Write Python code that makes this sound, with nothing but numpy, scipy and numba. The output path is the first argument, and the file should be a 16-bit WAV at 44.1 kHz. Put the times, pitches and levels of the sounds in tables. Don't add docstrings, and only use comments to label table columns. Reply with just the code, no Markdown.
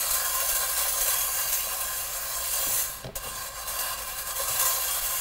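import sys
import numpy as np
from scipy import signal
from scipy.fft import rfft, irfft
from scipy.io import wavfile
from scipy.ndimage import uniform_filter1d
from numba import njit

SR = 44100
rng = np.random.default_rng(int(sys.argv[2]) if len(sys.argv) > 2 else 0)


def log_audio(samples):
    frames = np.atleast_2d(samples).T
    limited = np.clip(frames, -1, 1)
    pcm = np.round(limited * 32767).astype(np.int16)
    wavfile.write(sys.argv[1], SR, pcm)


def makeup_ratio(level_db):
    decades = np.asarray(level_db, float) / 20
    return 10 ** decades


N = 229578

# (frequency [Hz], density [dB per Hz])
KITCHEN_AIR = [(60, -9.5), (130, -1), (200, -17), (350, -13.5), (700, -8.5), (1500, -11), (4000, -16),
               (8000, -35), (16000, -51)]
# (time [s], drag [dB], finger weight on the pan floor [dB])
HAND = [(0, -28.5, -1.5), (.3, -28.5, -1.5), (.58, -28, -1), (1.1, -28, -1), (1.5, -28.5, -2.5),
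        (1.7, -32, -1), (2.0, -31.5, -1.5), (2.2, -33.5, 1.5), (2.6, -29, -1.5), (2.8, -25.5, -6.5),
        (3.04, -49, 1.5), (3.16, -37, 5.5), (3.4, -36.5, 1.5), (3.62, -38, 4.5), (3.8, -32.5, 5),
        (4.1, -35, 1.5), (4.62, -28, 0.5), (5.21, -29.5, -1.5)]
# (time [s], depth [dB], half length [s])
STALLS = [(0.106, 1, .008), (0.243, 1, 0.021), (0.466, 0, .03), (0.752, 1, .015), (1.003, 1.5, 0.017),
          (1.3, 2, 0.03), (1.77, -0.5, 0.015), (2.095, 1.5, 0.024), (3.032, 11, 0.009), (3.2, 12, 0.028),
          (3.324, 4.5, 0.023), (3.521, 8, 0.032), (3.65, 4.5, 0.014), (3.74, 1.5, .015), (3.96, 6.5, 0.019),
          (4.05, 5, 0.018), (4.153, 3, 0.024), (4.245, 8.5, 0.018), (4.343, 5.5, .02), (4.457, 1.5, .02),
          (5.006, 8, 0.0065)]
# (time [s], extra weight [dB], half length [s])
DIGS = [(.22, 4.5, 0.051), (.41, 3, 0.022), (.62, 4.5, 0.019), (.8, 4, 0.024), (.86, 6.5, 0.015),
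        (.92, -5, 0.037), (1.17, 3, 0.047), (1.41, 2.5, .03), (1.55, -4, .05), (1.72, 5, 0.027),
        (1.99, 2, 0.037), (2.51, -5.5, 0.022), (2.62, 4, .04), (3.4, 2, .04), (3.6, 2.5, 0.033),
        (3.83, 1, 0.024), (3.93, 5, .015), (4.02, 1.5, 0.024), (4.31, 4, 0.016), (4.41, 3, .02),
        (4.64, 2.5, 0.076)]
# (time [s], peak [dB], fade [s])
SURGES = [(0.1121, -5, 0.024), (0.1421, -3, 0.045), (0.252, -6, 0.05), (0.3486, -5.5, 0.03),
          (0.4045, -4, 0.02), (0.4918, -3.5, 0.041), (0.5531, -4, 0.035), (0.6055, -11, 0.023),
          (0.7, -12, 0.024), (0.78, -4, 0.072), (0.8859, -3.5, 0.023), (0.9692, -17, 0.023),
          (1.0106, -3.5, 0.049), (1.0814, -4, 0.058), (1.2106, -11, 0.062), (1.3204, -26, 0.021),
          (1.529, -3.5, 0.053), (1.8103, -8.5, 0.032), (1.938, -16, 0.03), (2.5316, -10.5, 0.15),
          (3.161, -5, 0.016), (3.68, -9.5, 0.063), (3.7928, -6.5, 0.03), (4.19, -13, 0.03),
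          (4.361, -11.5, 0.044), (4.487, -4.5, 0.013), (4.5984, -1.5, 0.049), (4.657, -2, 0.053),
          (4.7366, -7, 0.014), (4.9122, -9, 0.021)]
# (frequency [Hz], width [Hz], level [dB])
FLOOR_MODES = [(553, 55, -5.5), (574, 49, -17), (678, 30, -8.5), (781, 69, -9.5), (1047.5, 20, 3.5),
               (1060, 21.6, 1), (1134, 24, -3.5), (1220, 105, -8.5), (1593, 12.8, 0), (1668, 58, -4.5)]
# (frequency [Hz], width [Hz], level [dB])
WALL_MODES = [(1953, 63, -13.5), (2377, 17, -23.5), (2356, 36, -10.5), (2807, 58, -5.5), (3297, 46, -6.5),
              (3533, 39, -10.5), (4044, 69, -5), (4340, 29, -12.5), (4613, 52, -7), (4740, 63, -7),
              (5040, 33, -13), (5390, 157, -13)]
# (frequency [Hz], width [Hz], level [dB])
RIM_MODES = [(6140, 56, -5), (6500, 48, 0), (7260, 51, 0), (7510, 120, -3), (8170, 97, -1), (9070, 170, -2),
             (9840, 54, -3)]
# (frequency [Hz], width [Hz], level [dB])
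LINK_MODES = [(10800, 78, -2), (11300, 260, 0), (12000, 42, -2), (12700, 150, -1), (13500, 35, -4),
              (14000, 65, -3), (14400, 140, 0), (15200, 150, -2), (15600, 64, -4)]
# (frequency [Hz], density [dB per Hz])
SMALL_MODES = [(300, -57), (480, -14.5), (800, -13), (940, -52.5), (1300, -6), (2100, -7.5), (3700, -7.5),
               (5700, -3.5), (6300, 0.5), (10000, 0.5), (12500, 0.5), (16000, -5)]
# (time [s], peak [dB])
THUMPS = [
    (0.109, -40),
    (0.527, -44),
    (1.008, -42),
    (3.16, -37),
    (5.021, -42),
]
# (time [s], peak [dB], boom re peak
# [dB], tick re peak [dB])
KNOCKS = [(1.066, -29.5, -25, 7), (1.668, -30, -16, -23), (2.667, -28.5, -1.5, -14), (2.705, -36, -3, -17),
          (2.896, -42, -0.5, -18), (3.043, -34.5, 3, 4), (3.053, -38.5, 10, -25), (3.067, -30.5, -5, -2),
          (3.088, -32, -7, -28), (3.165, -38, -17, -20), (3.251, -39, 2, -15), (3.27, -28, -6.5, -10.5),
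          (3.764, -41, -13, 8), (4.399, -29, -10, -10), (4.495, -30.5, -7, -10)]
# (frequency [Hz], width [Hz], level [dB])
GRATE_MODES = [(127, 17.5, 3), (189, 48, -5), (252, 75, -6.5), (404, 45, -4.5), (551, 39, -3),
               (639, 28, 2.5), (780, 58, -12)]

HUM_HZ, HUM_DB, AIR_DB = 53.3, -54, -52.5
FLOOR_DB, FLOOR_SLOPE, WALL_DB, WALL_SLOPE = -39, 0.77, -38.5, 1
RIM_DB, LINK_DB, LINK_SLOPE = -33.5, -32.5, 1.04
LIFT_S, LAND_S, SETTLE_S, TOUCH_S = 3.03, 3.152, 0.034, 0.0013
CREEP_DB, WOBBLE_DB, WOBBLE_S = -60.5, -11.5, 0.062
TOP_HZ = 15730


def unit(x):
    return x / np.sqrt(np.mean(x ** 2))


def band(x, lo_hz, hi_hz, order=4):
    return signal.sosfilt(signal.butter(order, [lo_hz, hi_hz], "band", fs=SR, output="sos"), x)


def colour(x, points):
    hz, db = np.transpose(points)
    log_f = np.log(np.arange(len(x) // 2 + 1) * SR / len(x) + 1)
    return irfft(rfft(x) * makeup_ratio(np.interp(log_f, np.log(hz), db)), len(x))


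def walks(rate_hz, count):
    k = max(int(SR / rate_hz / 256), 1)
    steps = rng.standard_normal((count, N // 256 + 2))
    smooth = uniform_filter1d(uniform_filter1d(steps, k), k)
    return smooth / smooth.std()


def kitchen():
    t = np.arange(N) / SR
    drift = np.repeat(walks(4.4, count=2), 256, axis=1)[:, :N]
    phase = 2 * np.pi * HUM_HZ * t + 0.55 * uniform_filter1d(drift[1], 512)
    hum = makeup_ratio(HUM_DB + 3 + 0.9 * drift[0]) * np.sin(phase)
    rumble = makeup_ratio(-54.5) * unit(band(rng.standard_normal(N), 17.0, 47, order=2))
    air = makeup_ratio(AIR_DB) * unit(colour(rng.standard_normal(N), KITCHEN_AIR))
    return hum + rumble + air


@njit
def ring(force, hz, width_hz, gain):
    out = np.zeros(force.shape[1])
    for m in range(len(hz)):
        pole = np.exp((2j * np.pi * hz[m] - np.pi * width_hz[m]) / SR)
        z, x, norm = 0j, force[m % force.shape[0]], 1 - abs(pole)
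        for i in range(len(out)):
            a = (i & 255) / 256
            g = (1 - a) * gain[m, i >> 8] + a * gain[m, (i >> 8) + 1]
            z = z * pole + x[i] * g
            out[i] += norm * z.imag
    return out


def modes(force, table, wander_db, rate_hz):
    hz, width_hz, db = np.array(table, float).T
    gain = makeup_ratio(db[:, None] + wander_db * walks(rate_hz, len(hz)))
    return ring(force + 1e-18, hz.copy(), width_hz.copy(), gain)


def crowd(force, lo_hz, hi_hz, width_hz, wander_db, count):
    chance = rng.random((count, 3))
    hz = lo_hz + (hi_hz - lo_hz) * (np.arange(count) + chance[:, 0]) / count
    table = np.c_[hz, width_hz * (0.4 + chance[:, 1]), 6 * chance[:, 2]]
    return unit(colour(modes(force, table, wander_db, 4.6), SMALL_MODES))


def ticks(per_s, spread_db, cap_db, count=4):
    chance = rng.random((3, count, N))
    level_db = np.minimum(-spread_db * np.log(1 - chance[1]), cap_db)
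    size = makeup_ratio(level_db) * np.sign(chance[2] - 0.5)
    return unit((chance[0] < per_s / SR) * size)


def course(rows):
    time_s, *columns = np.transpose(rows)
    return [np.interp(np.arange(N) / SR, time_s, c) for c in columns]


def bumps(rows):
    t = np.arange(N) / SR
    return sum(height * np.exp(-((t - s) / half_s) ** 2) for s, height, half_s in rows)


def drag():
    drag_db, weight_db = course(HAND)
    return drag_db - bumps(STALLS), weight_db + bumps(DIGS)


def surges():
    t, power = np.arange(N) / SR, np.zeros(N)
    for s, db, fade_s in SURGES:
        u = np.clip(t - s + 0.0059, 0, None)
        jump = (1 - np.exp(-u / 0.001)) * np.exp(-u / max(fade_s, 0.004))
        power += (makeup_ratio(db - 20.5) * jump) ** 2
    return power


def pressure(drag_db, rest_db, surge):
    t = np.arange(N) / SR
    lift = np.exp(-np.clip(t - LIFT_S, 0, None) / SETTLE_S)
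    land = 1 - np.exp(-(np.clip(t - LAND_S, 0, None) / TOUCH_S) ** 2)
    flutter = np.repeat(walks(35, count=1)[0], 256)[:N]
    power = makeup_ratio(drag_db + 0.71 * flutter) ** 2 + makeup_ratio(rest_db) ** 2 + surge
    return np.maximum(lift, land) * np.sqrt(power)


def scrub():
    drag_db, weight_db = drag()
    floor_db = FLOOR_DB + FLOOR_SLOPE * (drag_db + 30.5) + weight_db
    wall_db = WALL_DB + WALL_SLOPE * (drag_db + 30) + 0.43 * weight_db
    rim_db = RIM_DB + drag_db + 29.5
    link_db = LINK_DB + LINK_SLOPE * (drag_db + 30.5)
    surge, hits, out = surges(), ticks(5000, 3.0, 12.9), 0
    # width Hz, level dB, count
    parts = [(FLOOR_MODES, floor_db, -49, -16, 480, 1800, 60, -11, 16),
             (WALL_MODES, wall_db, -50, -11, 1800, 6000, 60, -4, 40),
             (RIM_MODES, rim_db, -51, -3, 6000, 10400, 85, 1.5, 58),
             (LINK_MODES, link_db, -57, -2.5, 10400, 15900, 85, 1.5, 72)]
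    for table, db, rest_db, surge_db, lo_hz, hi_hz, width_hz, crowd_db, count in parts:
        force = hits * pressure(db, rest_db, surge * makeup_ratio(surge_db) ** 2)
        named = unit(modes(force, table, 2.58, 12.5))
        small = makeup_ratio(crowd_db) * crowd(force, lo_hz, hi_hz, width_hz, 3.7, count)
        contact = unit(band(colour(force[0], SMALL_MODES), lo_hz, hi_hz, order=2))
        body = unit(named + small) + makeup_ratio(-16.5) * contact
        out = out + unit(body) * np.sqrt(np.mean(force ** 2))
    return band(out, 511, 17000, order=9)


def shuffle():
    t, power = np.arange(N) / SR, makeup_ratio(CREEP_DB) ** 2
    for s, db, boom_db, _ in KNOCKS:
        wobble = makeup_ratio(db + boom_db + WOBBLE_DB) * np.exp(-np.abs(t - s) / WOBBLE_S)
        power = power + (t > s) * wobble ** 2
    return np.sqrt(power) * unit(modes(rng.standard_normal((1, N)), GRATE_MODES[:4], 2.9, 14))


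def thumps():
    t, out = np.arange(N) / SR, np.zeros(N)
    for s, db in THUMPS:
        u = np.clip(t - s, 0, None)
        out += makeup_ratio(db + 7.5) * np.sin(2 * np.pi * 36 * u) * np.exp(-u / 0.022)
    return out


def knocks():
    u = np.arange(800) / SR
    push = (1 - np.exp(-u / 0.001)) * np.exp(-u / 0.0029)
    force = np.zeros((3, N))
    for s, db, boom_db, tick_db in KNOCKS:
        i, grit = int(s * SR), rng.standard_normal((2, 800))
        force[0, i:i + 800] += makeup_ratio(db + boom_db) * push * (1 - np.exp(-u / 0.0029))
        force[1, i:i + 800] += makeup_ratio(db) * push * grit[0]
        force[2, i:i + 800] += makeup_ratio(db + tick_db) * push * grit[1]
    boom = makeup_ratio(14) * modes(force[:1], GRATE_MODES[:4], 2.0, 22)
    clank = makeup_ratio(33.0) * band(modes(force[1:2], GRATE_MODES[4:], 0.47, 12), 436, 9000)
    ping = makeup_ratio(20) * modes(force[2:], WALL_MODES, 4.3, 30)
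    scrape = makeup_ratio(5) * band(force[2], 900, 4500, order=2)
    return boom + clank + ping + scrape


def room_tail(near):
    t = np.arange(SR // 3) / SR
    tail = rng.standard_normal(len(t)) * np.exp(-t * np.log(1000) / 0.32) * (t > 0.004)
    response = band(tail, 130, 5200, order=1) / np.sqrt(np.sum(tail ** 2))
    return makeup_ratio(-20.5) * signal.fftconvolve(near, response)[:N]


def scene():
    near = scrub() + shuffle() + knocks()
    return np.tile(near + room_tail(near) + thumps() + kitchen(), (2, 1))


def low_pass(x):
    return signal.sosfilt(signal.butter(12, 16730, fs=SR, output="sos"), x)


def record(dry):
    passed = np.arange(N // 2 + 1) * SR / N < TOP_HZ
    mix = irfft(rfft(dry) * passed, N)
    return low_pass(mix)


dry = scene()
out = record(dry)
log_audio(out)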